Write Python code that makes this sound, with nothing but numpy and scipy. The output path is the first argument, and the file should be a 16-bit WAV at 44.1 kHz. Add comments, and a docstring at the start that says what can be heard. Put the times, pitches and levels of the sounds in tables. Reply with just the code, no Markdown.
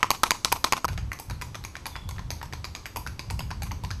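"""Quick four-beat clops of a shod horse ambling on a paved driveway, close by; then the scene changes and the
horse is far off. Each hoof lands in two or three contacts: a hollow hoof knock, a crack of iron on stone, a
short ring. Shoes scuff; paving and trees scatter the clops into a short, diffuse echo. A breeze rumbles on the
microphone, leaves hiss and a far bird whistles once."""
import sys
import numpy as np
from scipy import signal
from scipy.fft import rfft, irfft, next_fast_len
from scipy.io import wavfile
from scipy.ndimage import map_coordinates

SR = 44100
rng = np.random.default_rng(int(sys.argv[2]) if len(sys.argv) > 2 else 0)


def inscribe(sig):
    """Save sig as 16-bit PCM at rate SR to the path in sys.argv[1].

    A 1-D sig is mono; a 2-D sig holds one channel per row.
    Samples are clipped to [-1, 1] before scaling.
    """
    pcm = np.round(np.clip(np.atleast_2d(sig).T, -1, 1) * 32767)
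    wavfile.write(sys.argv[1], SR, pcm.astype(np.int16))


N = 176400


def amp(db):
    """Decibels to gain."""
    return 10 ** (np.asarray(db) / 20)


def unit(x):
    """Scale to rms 1."""
    return x / np.sqrt(np.mean(x ** 2) + 1e-20)


def burst(x):
    """Scale to the energy of one millisecond at rms 1."""
    return x * np.sqrt(SR / 1000 / (np.sum(x ** 2) + 1e-20))


def along(points, hz):
    """(Hz, value) points on a log axis."""
    f, v = np.transpose(points)
    return np.interp(np.log(hz + 1), np.log(f + 1), v)


def curves(rows):
    """One value per sample for each column after the time."""
    s, *cols = np.transpose(rows)
    return [np.interp(np.arange(N) / SR, s, c) for c in cols]


def fade(t, t60):
    """Exponential decay."""
    return np.exp(-np.log(1000) * t / t60)


def wobble(rate):
    """A smooth random curve, rate knots a second."""
    return map_coordinates(rng.standard_normal(int(N * rate / SR) + 4), [np.arange(N) * rate / SR])


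def filtered(x, response):
    """x times a response of frequency."""
    m = next_fast_len(N + SR // 2)
    return irfft(rfft(x, m) * response(np.fft.rfftfreq(m, 1 / SR)), m)[:N]


def coloured(x, gain_db):
    """Causal colouring of a short sound; one dB value per FFT bin."""
    cep = irfft(np.log(amp(gain_db)))
    cep[1:len(x) // 2] *= 2
    cep[len(x) // 2 + 1:] = 0
    return irfft(rfft(x) * np.exp(rfft(cep)))


def noise(spectrum):
    """Coloured noise of rms 1."""
    return unit(filtered(rng.standard_normal(N), lambda hz: amp(along(spectrum, hz))))


MODE_SCATTER_DB, MODE_DETUNE = 2.5, .025


def ring(modes, t):
    """Damped modes, slightly different at every blow."""
    draws = rng.standard_normal((len(modes), 2))
    sound = 0
    for (hz, db, t60), (scatter, detune) in zip(modes, draws):
        tone = np.sin(2 * np.pi * hz * (1 + MODE_DETUNE * detune) * t)
        sound += amp(db + MODE_SCATTER_DB * scatter) * fade(t, t60) * tone
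    return burst(sound)


# hoof modes: f/knock pitch, level/dB, t60/knock cycles
HOOF_MODES = [(1, 44, 23.5), (1.2, 17, 27), (.84, -42, 5.7), (.56, -44, 10), (.36, -40, 16), (.2, -18, 46)]
# iron shoe modes: f/Hz, level/dB, t60/s
SHOE_MODES = [(2428, 6.5, 0.0084), (2860, 3.5, 0.0072), (3900, -23, 0.01), (4783, 5, 0.015),
              (6486, 3, .011)]
# crack spectrum: f/Hz, level/dB
CRACK_SPECTRUM = [(150, -29.5), (300, -23), (450, -12), (700, -5.5), (1350, 4), (1900, -1), (2600, -3.5),
                  (3300, -0.5), (4300, 0.5), (6300, -3), (7400, -10), (11500, -12.5), (14000, -15.5)]
SNAP_T60_S, GRIT_T60_S, GRIT_DB, IMPACT_DB = 0.0015, 0.029, -18, -2
TILT_FROM_HZ, FLAT_HOOF_HZ, EDGE_DAMPING = 2280, 950, 0.84


def contact(knock_db, knock_hz, crack_db, tilt_db, ring_db, size=2048):
    """A shoe edge meets the paving: the hoof knocks, the iron cracks and crushes grit, the shoe rings."""
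    t, hz = np.arange(size) / SR, np.fft.rfftfreq(size, 1 / SR)
    decay = fade(t, SNAP_T60_S) + amp(GRIT_DB) * fade(t, GRIT_T60_S)
    snap = burst(rng.standard_normal(size) * decay)
    impact = amp(IMPACT_DB) * burst(1. * (t == 0))
    hardness_db = tilt_db * np.log2(np.maximum(hz / TILT_FROM_HZ, 1))
    crack = burst(coloured(snap + impact, along(CRACK_SPECTRUM, hz) + hardness_db))
    # a flat hoof rings low and hollow; an edge knocks higher and dies sooner
    life = min(1, FLAT_HOOF_HZ / knock_hz) ** EDGE_DAMPING
    modes = [(ratio * knock_hz, db, life * cycles / knock_hz) for ratio, db, cycles in HOOF_MODES]
    return amp(knock_db) * ring(modes, t) + amp(crack_db) * crack + amp(ring_db) * ring(SHOE_MODES, t)


# hoof contacts: t/s, knock/dB, knock pitch/Hz, crack/dB, crack tilt/(dB/octave), shoe ring/dB
HOOF_CONTACTS = [(0.0299, -11, 1285, -5, -6, -37), (0.0344, -16.5, 1030, -48, -17, -22),
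                 (0.0434, -16, 1010, -38, -2, -33), (0.1055, -6.5, 1090, -7, 2, -17.5),
                 (0.114, -19.5, 920, -15, 11, -13.5), (0.2343, -5.5, 1304, -9, 4, -30),
                 (0.2378, -10.5, 935, -9, -4.5, -40), (0.3078, -14.5, 1050, -7.5, 4.5, -10),
                 (0.3173, -15, 994, -24, -5, -14.5), (0.448, -11.5, 1330, -6, -1.5, -43),
                 (0.4556, -20, 1080, -22, -1, -22.5), (0.5192, -20, 1090, -25, -13, -21.5),
                 (0.5241, -57, 2140, -7, 26.5, -13), (0.5265, -9, 946, -11.5, 2.5, -36),
                 (0.6428, -9.5, 1220, -10, -4, -23), (0.6461, -13, 1040, -12, 4, -16),
                 (0.724, -12, 1110, -11, 1, -11), (0.7327, -10, 1034, -14, -7, -37),
                 (0.735, -18, 950, -25, 9, -19), (0.8453, -12, 1270, -23, 18, -25),
                 (0.8514, -13, 1016, -18.5, 3, -22), (0.8817, -23.5, 1470, -28.5, 4, -32),
                 (0.8878, -25.5, 1060, -30, -1, -27.5), (0.9774, -31.5, 800, -27, -8, -31.5),
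                 (0.988, -41, 830, -45, 12, -35.5), (1.118, -24, 2020, -31, 1.5, -45),
                 (1.1313, -31, 1110, -28.5, 2.5, -30.5), (1.1893, -39, 1270, -32.5, -2, -49),
                 (1.1986, -31, 915, -21.5, 15, -31), (1.299, -30, 1560, -30.5, -1, -38.5),
                 (1.3091, -29.5, 990, -29, -1.5, -34.5), (1.4142, -50, 1530, -29.5, 0.5, -32),
                 (1.4207, -25.5, 956, -25.5, -0.5, -28.5), (1.5464, -34, 2040, -34, -2.5, -35.5),
                 (1.554, -29, 990, -26.5, 0.5, -35), (1.6395, -39, 1010, -32.5, 1, -51),
                 (1.6495, -31, 1006, -26, 4.5, -25.5), (1.7543, -36, 1950, -31.5, -2, -37),
                 (1.767, -35.5, 1070, -30.5, -0.5, -36), (1.8569, -23, 954, -25.5, -2.5, -30),
                 (1.866, -33, 910, -23.5, 5, -25.5), (1.8782, -31, 1020, -41, 12, -49),
                 (1.9558, -34, 1970, -32, -2, -49), (1.9634, -28.5, 1025, -28, -9, -32.5),
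                 (2.0906, -30, 1090, -28.5, -2, -49), (2.1104, -35.5, 990, -38, -6, -33.5),
                 (2.183, -28.5, 1810, -41, -1, -58), (2.1931, -33, 1050, -33, -3.5, -52),
                 (2.3051, -25.5, 946, -24.5, 1, -25), (2.3146, -41, 910, -29.5, 4, -27.5),
                 (2.4151, -29, 1750, -35.5, -4.5, -57), (2.429, -25, 890, -29, 0, -42),
                 (2.5263, -38, 1840, -38, -20, -32), (2.5347, -26.5, 975, -27, -1, -32.5),
                 (2.6441, -36, 1280, -28.5, -7, -29.5), (2.6519, -30, 990, -30, 3.5, -32),
                 (2.751, -33.5, 1090, -28.5, 0.5, -25.5), (2.7615, -34, 1270, -32, 0, -40),
                 (2.8572, -49, 2010, -26, -2, -33), (2.8637, -34.5, 2000, -28.5, 15, -31),
                 (2.9608, -29, 960, -26, -0.5, -25), (2.9695, -22.5, 980, -23.5, 11.5, -26.5),
                 (3.065, -24, 1550, -32, 1.5, -62), (3.0734, -42, 1020, -29.5, 2, -29.5),
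                 (3.1942, -27.5, 1000, -27.5, 1.5, -25.5), (3.3015, -37, 1150, -27, -6.5, -31),
                 (3.3079, -25, 940, -29.5, 5, -30), (3.393, -25.5, 1010, -25.5, 9, -22.5),
                 (3.4058, -26, 1015, -28, -5, -58), (3.506, -32.5, 1770, -36, -1, -31.5),
                 (3.513, -24, 1030, -26.5, -6, -41), (3.6213, -29, 767, -29.5, -0.5, -28),
                 (3.6326, -36, 827, -27.5, 7, -30), (3.711, -31, 930, -30.5, -21, -47),
                 (3.7169, -25.5, 990, -29.5, 3, -30), (3.8371, -27, 1005, -30.5, 2.5, -46),
                 (3.8486, -30, 990, -30.5, -0.5, -36), (3.9059, -31.5, 1400, -38, -7, -29),
                 (3.9126, -28.5, 1780, -26, 1, -38)]
FAR_FROM_S = .8595
NEAR_PATH_DB, FAR_PATH_DB = (-21.5, -14), (-1, -4)  # paving, garden; re direct sound


def hooves():
    """Every contact with its echo; the near echoes cut off where the scene changes to the distant horse."""
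    near, far = np.zeros((2, N + SR))
    for start_s, *blow in HOOF_CONTACTS:
        track, path_db = (near, NEAR_PATH_DB) if start_s < FAR_FROM_S else (far, FAR_PATH_DB)
        clop = signal.fftconvolve(contact(*blow), garden_path(*path_db))
        track[round(start_s * SR):][:len(clop)] += clop
    return near[:N] * (np.arange(N) / SR < FAR_FROM_S) + far[:N]


# scuff strokes: t/s, level/dB
SCUFF_STROKES = [(0.011, -44), (0.059, -38.5), (0.149, -34), (0.269, -32), (0.353, -38.5), (.476, -37),
                 (0.563, -36), (.673, -31.5), (0.775, -32.5), (.935, -44), (2.163, -51), (2.455, -48),
                 (3.67, -45.5)]
# scuff spectrum: f/Hz, density/dB
SCUFF_SPECTRUM = [(150, -14), (650, -3.5), (1050, 6), (1700, -11), (2450, -3.5), (3300, -10), (6300, -8.5),
                  (7500, -14.5), (13500, -24)]
SCUFF_SIGMA_S, SCUFF_GRAIN_DB = 0.01, 4


def scuffs():
    """Gritty shoe scrapes on stone; the first stroke is the faint fading echo of an earlier step."""
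    t = np.arange(N) / SR
    strokes = sum(amp(db) * np.exp(-.5 * ((t - s) / SCUFF_SIGMA_S) ** 2) for s, db in SCUFF_STROKES)
    grains = rng.standard_normal(N) * amp(SCUFF_GRAIN_DB * wobble(900))
    return strokes * unit(filtered(grains, lambda hz: amp(along(SCUFF_SPECTRUM, hz))))


# garden echo decay: f/Hz, t60/s
GARDEN_DECAY = [(200, 0.55), (1000, 0.22), (5000, 0.4), (13000, 0.32)]
# garden echo spectrum: f/Hz, level/dB
GARDEN_SPECTRUM = [(200, 6.5), (600, -6.5), (1000, 0.5), (1600, -3), (2500, -3.5), (4700, -1.5),
                   (6000, 0.5), (13000, 0)]
PAVING_T60_S, FAR_TREES_T60_S, FAR_TREES_DB = 0.024, 0.49, -18.5


def garden_path(paving_db, garden_db, size=32768):
    """Direct sound, quick scatter off the paving and a diffuse tail off trunks and leaves."""
    hz, frame_s, bands = signal.stft(rng.standard_normal(size), SR, nperseg=256)
    decay = fade(frame_s, along(GARDEN_DECAY, hz)[:, None])
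    decay += amp(FAR_TREES_DB) * fade(frame_s, FAR_TREES_T60_S)
    colour = amp(along(GARDEN_SPECTRUM, hz))[:, None]
    tail = signal.istft(bands * decay * (frame_s > 0) * colour, SR, nperseg=256)[1][:size]
    t = np.arange(size) / SR
    ground = rng.standard_normal(size) * fade(t, PAVING_T60_S)
    early = (t == 0) + amp(paving_db) * ground / np.linalg.norm(ground)
    return early / np.linalg.norm(early) + amp(garden_db) * tail / np.linalg.norm(tail)


# gust envelope: t/s, level/dB
GUSTS = [(0, -49.5), (.4, -51), (.52, -38), (.82, -58), (.87, -35), (.99, -32), (1.08, -30), (1.13, -42),
         (1.24, -47.5), (1.32, -32), (1.5, -41), (1.75, -45), (2.2, -34), (2.42, -42.5), (2.62, -36),
         (2.75, -42.5), (2.93, -48), (3.0, -39.5), (3.24, -38), (3.35, -27.5), (3.45, -32.5), (4, -33)]
# rumble spectrum: f/Hz, density/dB
RUMBLE_SPECTRUM = [(20, -22), (35, -6), (62, 1.5), (100, -1.5), (150, -9), (220, -19.5), (400, -41),
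                   (900, -74)]
# hiss spectrum: f/Hz, density/dB
HISS_SPECTRUM = [(30, 18), (120, -3), (300, 12), (600, 4.5), (1000, 7), (1600, -2), (3000, -5),
                 (6200, -8.5), (8000, -12.5), (13500, -21)]
HISS_DB, FLUTTER_DB = -52.5, 2


def breeze():
    """Gusts flutter on the microphone over a steady hiss of leaves and distance."""
    gust_db, = curves(GUSTS)
    rumble = unit(amp(FLUTTER_DB * wobble(19)) * noise(RUMBLE_SPECTRUM))
    return amp(gust_db) * rumble + amp(HISS_DB) * noise(HISS_SPECTRUM)


# bird whistle: t/s, f/Hz, level/dB
WHISTLE = [(1.88, 3800, -72), (1.92, 3540, -54), (1.96, 3440, -49), (2.03, 3370, -55), (2.1, 3400, -62),
           (2.28, 3410, -67)]
WAVER_HZ, BIRD_PATH_DB = 62, (-2, 4)  # path: paving, garden


def bird():
    """One faint, falling, wavering whistle, heard mostly by way of the trees."""
    hz, db = curves(WHISTLE)
    t = np.arange(N) / SR
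    phase = 2 * np.pi * np.cumsum(hz + WAVER_HZ * wobble(100)) / SR
    gate = (t > WHISTLE[0][0]) * (t < WHISTLE[-1][0])
    whistle = amp(db - BIRD_PATH_DB[1]) * np.sin(phase) * gate
    return signal.fftconvolve(whistle, garden_path(*BIRD_PATH_DB))[:N]


def scene():
    """Horse, breeze and bird in mono."""
    return (hooves() + scuffs() + breeze() + bird())[None]


# microphone response: f/Hz, gain/dB
MIC_RESPONSE = [(4200, -0.5), (4850, -3.5), (5400, -0.5), (6400, -2.5), (7300, -4), (8050, 3), (8900, -8),
                (9850, 3), (10700, -2.5), (11600, 5), (12400, -0.5), (13500, -1)]
TOP_HZ, CEILING = 13900, .86


def record(dry):
    """The microphone ripples the treble; peaks are rounded off and the band is limited."""
    lowpass = lambda hz: 1 / np.sqrt(1 + (hz / TOP_HZ) ** 300)
    heard = filtered(dry[0], lambda hz: amp(along(MIC_RESPONSE, hz)) * lowpass(hz))
    rounded = heard / (1 + np.abs(heard / CEILING) ** 6) ** (1 / 6)
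    return filtered(rounded, lowpass)[None]


dry = scene()
out = record(dry)
inscribe(out)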